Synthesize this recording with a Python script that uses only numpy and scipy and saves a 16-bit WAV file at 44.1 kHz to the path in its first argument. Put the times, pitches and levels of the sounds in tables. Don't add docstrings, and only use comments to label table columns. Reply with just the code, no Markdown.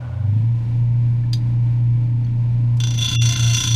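import sys
import numpy as np
from scipy import signal
from scipy.fft import rfft, irfft
from scipy.io import wavfile
from scipy.ndimage import uniform_filter1d

SR = 44100
rng = np.random.default_rng(int(sys.argv[2]) if len(sys.argv) > 2 else 0)


def wrap_up_sound(samples):
    columns = np.atleast_2d(samples).T
    tamed = np.clip(columns, -1, 1)
    steps = np.round(tamed * 32767).astype(np.int16)
    wavfile.write(sys.argv[1], SR, steps)


def amplitude_ratio(level_db):
    exponent = np.asarray(level_db, float) / 20
    return 10 ** exponent


N = 165375

MOTOR_HZ, LOADED_HZ, BELT_RATIO, BELT_SLIP_HZ = 29.728, 29.603, 0.9685, 0.012
MAINS_LINE_HZ = 120.1
LOAD_S, LOAD_RISE_S = 2.9, 0.19
LINE_WANDER_DB = 3

# (time [s], missing motor speed [Hz], pole hum [dB])
SPIN_UP = [(0, 10.5, -47), (.1, 8.5, -30), (.2, 6, -23.5), (.3, 4.5, -16), (0.399, 1.93, -15.5),
           (.5, .5, -16), (.6, 0.62, -19), (0.802, 0, -16.5)]
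# (multiple of turn [1], level while bench shudders [dB], steady level [dB])
MOTOR_OVERTONES = [(2, -58.5, -52.5), (5, -28, -60.5), (6, -35.5, -62), (7, -44, -58.5), (8, -44, -47),
                   (9, -44, -59), (10, -46.5, -58.5)]
# (multiple of turn [1], idle level [dB], cutting level [dB], offset [turns])
SPINDLE_SHAKE = [(1, -38.5, -40, 0.083), (2, -43.5, -48, 0.077), (3, -43.5, -32.5, .42),
                 (4, -45, -23.5, 0.28), (5, -49, -50.5, 0.84), (6, -54, -48.5, 0.19)]
# (multiple of mains line [1], spindle turns added [1], level [dB], offset [turns])
MAINS_LINES = [(1, 0, -34.5, 0.35), (1, -2, -50, 0.083), (1, -1, -51.5, 0.32), (1, 1, -46.5, .4),
               (1, 2, -48.5, .2), (2, -1, -50.5, .8), (2, 0, -51.5, .5), (2, 1, -50, 0.15),
               (2, 2, -49.5, 0.64), (3, 0.16, -64, .2), (4, 0, -71, 0.81), (5, 0, -62, .7)]
# (centre [Hz], width [Hz], level [dB])
START_BUZZ = [(583, 48, 3.5), (794, 45, -2), (1055, 140, -7.5), (1450, 66, -6)]
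# (frequency [Hz], density [dB])
RUMBLE_SPECTRUM = [(8, -19), (20, -7.5), (65, -9.5), (110, 1), (200, -4), (290, -10.5), (340, -16.5),
                   (450, -30.5)]
# (frequency [Hz], density [dB])
WHIRR_SPECTRUM = [(250, -49.5), (420, -12), (467, -1.5), (702, -7), (921, -3.5), (1190, -16), (2280, -13),
                  (11500, -38), (15500, -46)]
# (frequency [Hz], level [dB])
BEARING_WHINES = [(896, -60), (1017, -65), (2290, -69)]
# (time [s], level [dB], ring [Hz], t60 [s])
TOUCHES = [
    (.829, -50, 2310, .03),
    (1.238, -44, 1740, .05),
    (2.2474, -48.5, 4410, .07),
    (2.2475, -52, 6200, .03),
    (2.267, -47, 3300, .03),
]
# (frequency [Hz], level [dB], t60 [s])
TAP_MODES = [(1733, -23.5, 0.27), (2778, -19.5, 0.073), (3210, -25, 0.65), (3300, -9, 0.43),
             (3730, -3.5, 0.12), (3870, -10.5, 0.15), (4140, -0.5, 0.076), (4770, 5, 0.096),
             (6228, -9, 0.16), (9260, -29, 0.11), (10840, -30, 0.13)]
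# (time [s], level [dB], centre [Hz], fade [s])
CHIP_CRACKS = [
    (2.77, -40.5, 5430, 0.0085),
    (2.958, -47.5, 8560, .005),
    (2.982, -31.5, 11050, .004),
    (3.116, -39, 10000, 0.0043),
    (3.285, -39.5, 14180, 0.0021),
]
# (time [s], force [dB], drop-out of low segments [1])
CUT = [(2.795, -65, 3.8), (2.8, -27.5, 4), (2.9, -29.5, 2.8), (2.95, -31, 1.4), (3.02, -26, 1),
       (3.15, -25.5, 1.1), (3.35, -25.5, 0.97), (3.45, -27, 0.79), (3.55, -22.5, 1.3), (3.75, -26, 0.92)]
JOINT_HEIGHT_DB = [-8, -4, 0, -2, -4, -3, -1, -5, -6, -5, -10, -8]
# (centre [Hz], width [Hz], level [dB])
TOOL_MODES = [(1054, 19, -15), (1500, 50, -12.5), (2103, 22, -14.5), (2782, 26, -6.5), (3153, 23, -14),
              (3477, 63, -0.5), (4045, 41, -13.5), (4380, 25, -3.5), (4856, 25, -9), (5190, 16, -16.5),
              (5450, 20, -11), (5858, 38, -3.5), (6100, 60, -3), (7800, 27, -35)]
# (frequency [Hz], density [dB])
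CHIP_SPECTRUM = [(300, -5), (1200, -25), (1500, -9.5), (3500, 1), (6300, -12.5), (6800, -32.5),
                 (11000, -69), (15300, -47)]
# (multiple of joint rate [1], level [dB])
BLANK_DRUM = [(1, -51), (2, -52), (3, -57)]
# (time [s], length [s], floor below strongest line [dB])
THIN_MOMENTS = [
    (2.974, .012, -16),
    (3.08, .011, -17),
    (3.186, .06, -10),
    (3.357, .011, -18),
]


def level(x, db):
    return x * amplitude_ratio(db) / np.sqrt(np.mean(x ** 2))


def colour(x, spectrum):
    hz, db = np.array(spectrum).T
    f = np.arange(N // 2 + 1) * SR / N + 1e-3
    gain = amplitude_ratio(np.interp(np.log(f), np.log(hz), db, left=-90, right=-90))
    return irfft(rfft(x) * gain, N)


def ring(x, hz, width_hz):
    return signal.lfilter(*signal.iirpeak(hz, hz / width_hz, fs=SR), x)


def walk(rate_hz):
    k = int(SR / rate_hz)
    steps = np.repeat(rng.standard_normal(N // k + 1), k)
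    return 1.47 * uniform_filter1d(uniform_filter1d(steps, k), k)[:N]


def turning_noise(turns, repeat):
    track = rng.standard_normal(1536)
    again = np.interp(turns % 1 * len(track), np.arange(len(track)), track)
    fresh = rng.standard_normal(N)
    return np.sqrt(repeat) * again / again.std() + np.sqrt(1 - repeat) * fresh


def tone(turns, db):
    return np.sqrt(2) * amplitude_ratio(db) * np.cos(2 * np.pi * turns)


def decay(age_s, t60_s):
    return np.exp(-np.log(1000) * age_s / t60_s)


def spun_up(t):
    return np.clip((t - 0.2) / 0.65, 0, 1)


def mains_hum(t, spindle, start):
    out = np.zeros(N)
    for multiple, added, db, offset in MAINS_LINES:
        if multiple == 1 and added == 0:
            line_db = db + 7 * start
        else:
            line_db = db + LINE_WANDER_DB * walk(14)
        line = tone(multiple * MAINS_LINE_HZ * (t - LOAD_S) + added * spindle + offset, line_db)
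        out = out + line * (spun_up(t) if added else 1)
    return out


def motor_hum(t, motor, load):
    time_s, _, pole_db = np.array(SPIN_UP).T
    out = tone(4 * motor + 0.05, np.interp(t, time_s, pole_db) - 2 * load + 0.4 * walk(6.09))
    shudder = np.exp(-((t - 0.33) / 0.13) ** 2)
    for multiple, shudder_db, steady_db in MOTOR_OVERTONES:
        out = out + tone(multiple * motor, steady_db + LINE_WANDER_DB * walk(14)) * spun_up(t)
        out = out + tone(multiple * motor, shudder_db) * shudder
    return out


def start_buzz(t, start):
    grit = rng.standard_normal(N) * amplitude_ratio(9.4 * np.cos(2 * np.pi * MAINS_LINE_HZ * t) + 1.5 * walk(40))
    buzz = sum(amplitude_ratio(db) * ring(ring(grit, hz, 2 * width), hz, 2 * width) for hz, width, db in START_BUZZ)
    return level(buzz, -43) * start * amplitude_ratio(-20 * t)


def bench_rumble(start):
    rumble = level(colour(rng.standard_normal(N), RUMBLE_SPECTRUM), -36)
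    return rumble * amplitude_ratio(0.72 * walk(9.8) - 4.6 * start)


def bearing_whirr(t, motor, start):
    throb = amplitude_ratio(0.5 * np.cos(2 * np.pi * 4 * motor) + 1.0 * walk(13))
    whirr = level(colour(turning_noise(motor, 0.32) * throb, WHIRR_SPECTRUM), -50)
    whines = sum(tone(hz * t, db + 3 * walk(12)) for hz, db in BEARING_WHINES)
    return (whirr + whines) * amplitude_ratio(-1.5 * start)


def spindle_shake(t, spindle, load):
    out = np.zeros(N)
    for multiple, idle_db, cutting_db, offset in SPINDLE_SHAKE:
        wander_db = min(multiple - 1, 1) * (2.5 - 1.5 * load) * walk(9)
        out = out + tone(multiple * spindle + offset, idle_db + (cutting_db - idle_db) * load + wander_db)
    return out * spun_up(t)


def light_touches(t):
    out = np.zeros(N)
    for time_s, db, hz, t60_s in TOUCHES:
        age_s = np.maximum(t - time_s, 0)
        out = out + amplitude_ratio(db) * decay(age_s, t60_s) * np.sin(2 * np.pi * hz * age_s)
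    return out


def tool_tap(t):
    age_s = np.maximum(t - 1.3309, 0)
    modes = np.zeros(N)
    for hz, db, t60_s in TAP_MODES:
        modes = modes + amplitude_ratio(db) * decay(age_s, 0.5 * min(t60_s, 0.15)) * np.sin(2 * np.pi * hz * age_s)
    modes = 0.25 * (1 - np.exp(-age_s / 0.00054)) * modes
    crack_fade = np.exp(-age_s / 0.0047) + 0.11 * np.exp(-age_s / 0.026)
    crack_rise = 1 - np.exp(-age_s / 0.0012)
    crack = ring(rng.standard_normal(N), 3400, 3500) * crack_fade * crack_rise
    return amplitude_ratio(-12.5) * (modes + amplitude_ratio(-1.5) * 0.47 * crack)


def chip_cracks(t):
    out = np.zeros(N)
    for time_s, db, hz, fade_s in CHIP_CRACKS:
        fade = np.exp(-np.maximum(t - time_s, 0) / fade_s) * (t > time_s)
        out = out + amplitude_ratio(db) * ring(rng.standard_normal(N), hz, 0.7 * hz) * fade
    return out


def joint_cutting(t, spindle):
    time_s, force_db, drop = np.array(CUT).T
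    force_db, drop = np.interp(t, time_s, force_db), np.interp(t, time_s, drop)
    touching = t > time_s[0]
    count = len(JOINT_HEIGHT_DB)
    place = count * spindle - 0.3
    joint = np.floor(place).astype(int)
    passing = joint - joint.min()
    scatter, jitter = rng.standard_normal((passing.max() + 1, 2))[passing].T
    height_db = np.array(JOINT_HEIGHT_DB)[joint % count]
    gain = amplitude_ratio(force_db + drop * height_db + 2 * scatter) * touching

    misfit = rng.standard_normal(count)[joint % count]
    late_s = 1.2e-5 * misfit + 1.6e-5 * jitter
    since = (place - joint - 0.06) / np.gradient(place) - late_s * SR
    knock = gain * level(np.sinc(since) * (abs(since) < 6), -4)
    scrape = turning_noise(spindle, 0.55) * (0.45 + np.exp(-(place - joint) / 0.4))
    scrape = gain * level(scrape, -3)

    steel = np.zeros(N)
    for hz, width_hz, db in TOOL_MODES:
        damped_hz = 1.5 * width_hz
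        steel = steel + amplitude_ratio(db + 2.5 * walk(20)) * ring(knock + scrape, hz, damped_hz)
    chips = amplitude_ratio(-7) * 3 * colour(0.3 * knock + scrape, CHIP_SPECTRUM) * touching
    return 10 * steel + chips


def blank_drum(t, spindle):
    joints = len(JOINT_HEIGHT_DB) * spindle
    drum = sum(tone(multiple * joints, db + 4 * walk(30)) for multiple, db in BLANK_DRUM)
    return np.clip((t - 2.95) / 0.06, 0, 1) * drum


def room_tail(t, hard):
    t = t[:SR // 2]
    tail = rng.standard_normal(SR // 2) * decay(t, 0.16) * (t > 0.004)
    return signal.fftconvolve(hard, tail / np.sqrt(np.sum(tail ** 2)))[:N] * amplitude_ratio(-10.5)


def scene():
    t = np.arange(N) / SR
    load = np.clip((t - LOAD_S) / LOAD_RISE_S, 0, 1)
    start = np.clip((0.25 - t) / 0.1 + 1, 0, 1)
    time_s, missing_hz, _ = np.array(SPIN_UP).T
    speed_hz = np.where(t < LOAD_S, MOTOR_HZ, LOADED_HZ) - np.interp(t, time_s, missing_hz)
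    motor = np.cumsum(speed_hz) / SR
    motor = motor - motor[int(LOAD_S * SR)]
    spindle = BELT_RATIO * motor - BELT_SLIP_HZ * np.maximum(t - LOAD_S, 0)

    hums = mains_hum(t, spindle, start) + motor_hum(t, motor, load) + spindle_shake(t, spindle, load)
    noises = start_buzz(t, start) + bench_rumble(start) + bearing_whirr(t, motor, start)
    hard = light_touches(t) + tool_tap(t)
    hard = hard + chip_cracks(t) + joint_cutting(t, spindle) + blank_drum(t, spindle)
    return (hums + noises + hard + room_tail(t, hard))[None]


def roll_off(x):
    return signal.sosfilt(signal.butter(12, 15700, fs=SR, output="sos"), x)


def record(dry):
    t = np.arange(N) / SR
    f = np.arange(N // 2 + 1) * SR / N
    high = irfft(rfft(dry[0]) * (f > 420), N)
    out = dry
    for time_s, length_s, keep_db in THIN_MOMENTS:
        moment = np.clip(4 * (1 - abs(t - time_s) / (length_s / 2)), 0, 1)
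        part = rfft(high * moment)
        heard = abs(part) / (f + 300) ** 0.45
        weak = heard < amplitude_ratio(keep_db) * heard.max()
        out = out - irfft(part * weak, N) * (moment > 0)
    lowpass = signal.ellip(8, 0.2, 50, 15600, fs=SR, output="sos")
    out = signal.sosfilt(lowpass, out) * np.clip(t / 0.006, 0, 1)
    return roll_off(out)


dry = scene()
out = record(dry)
wrap_up_sound(out)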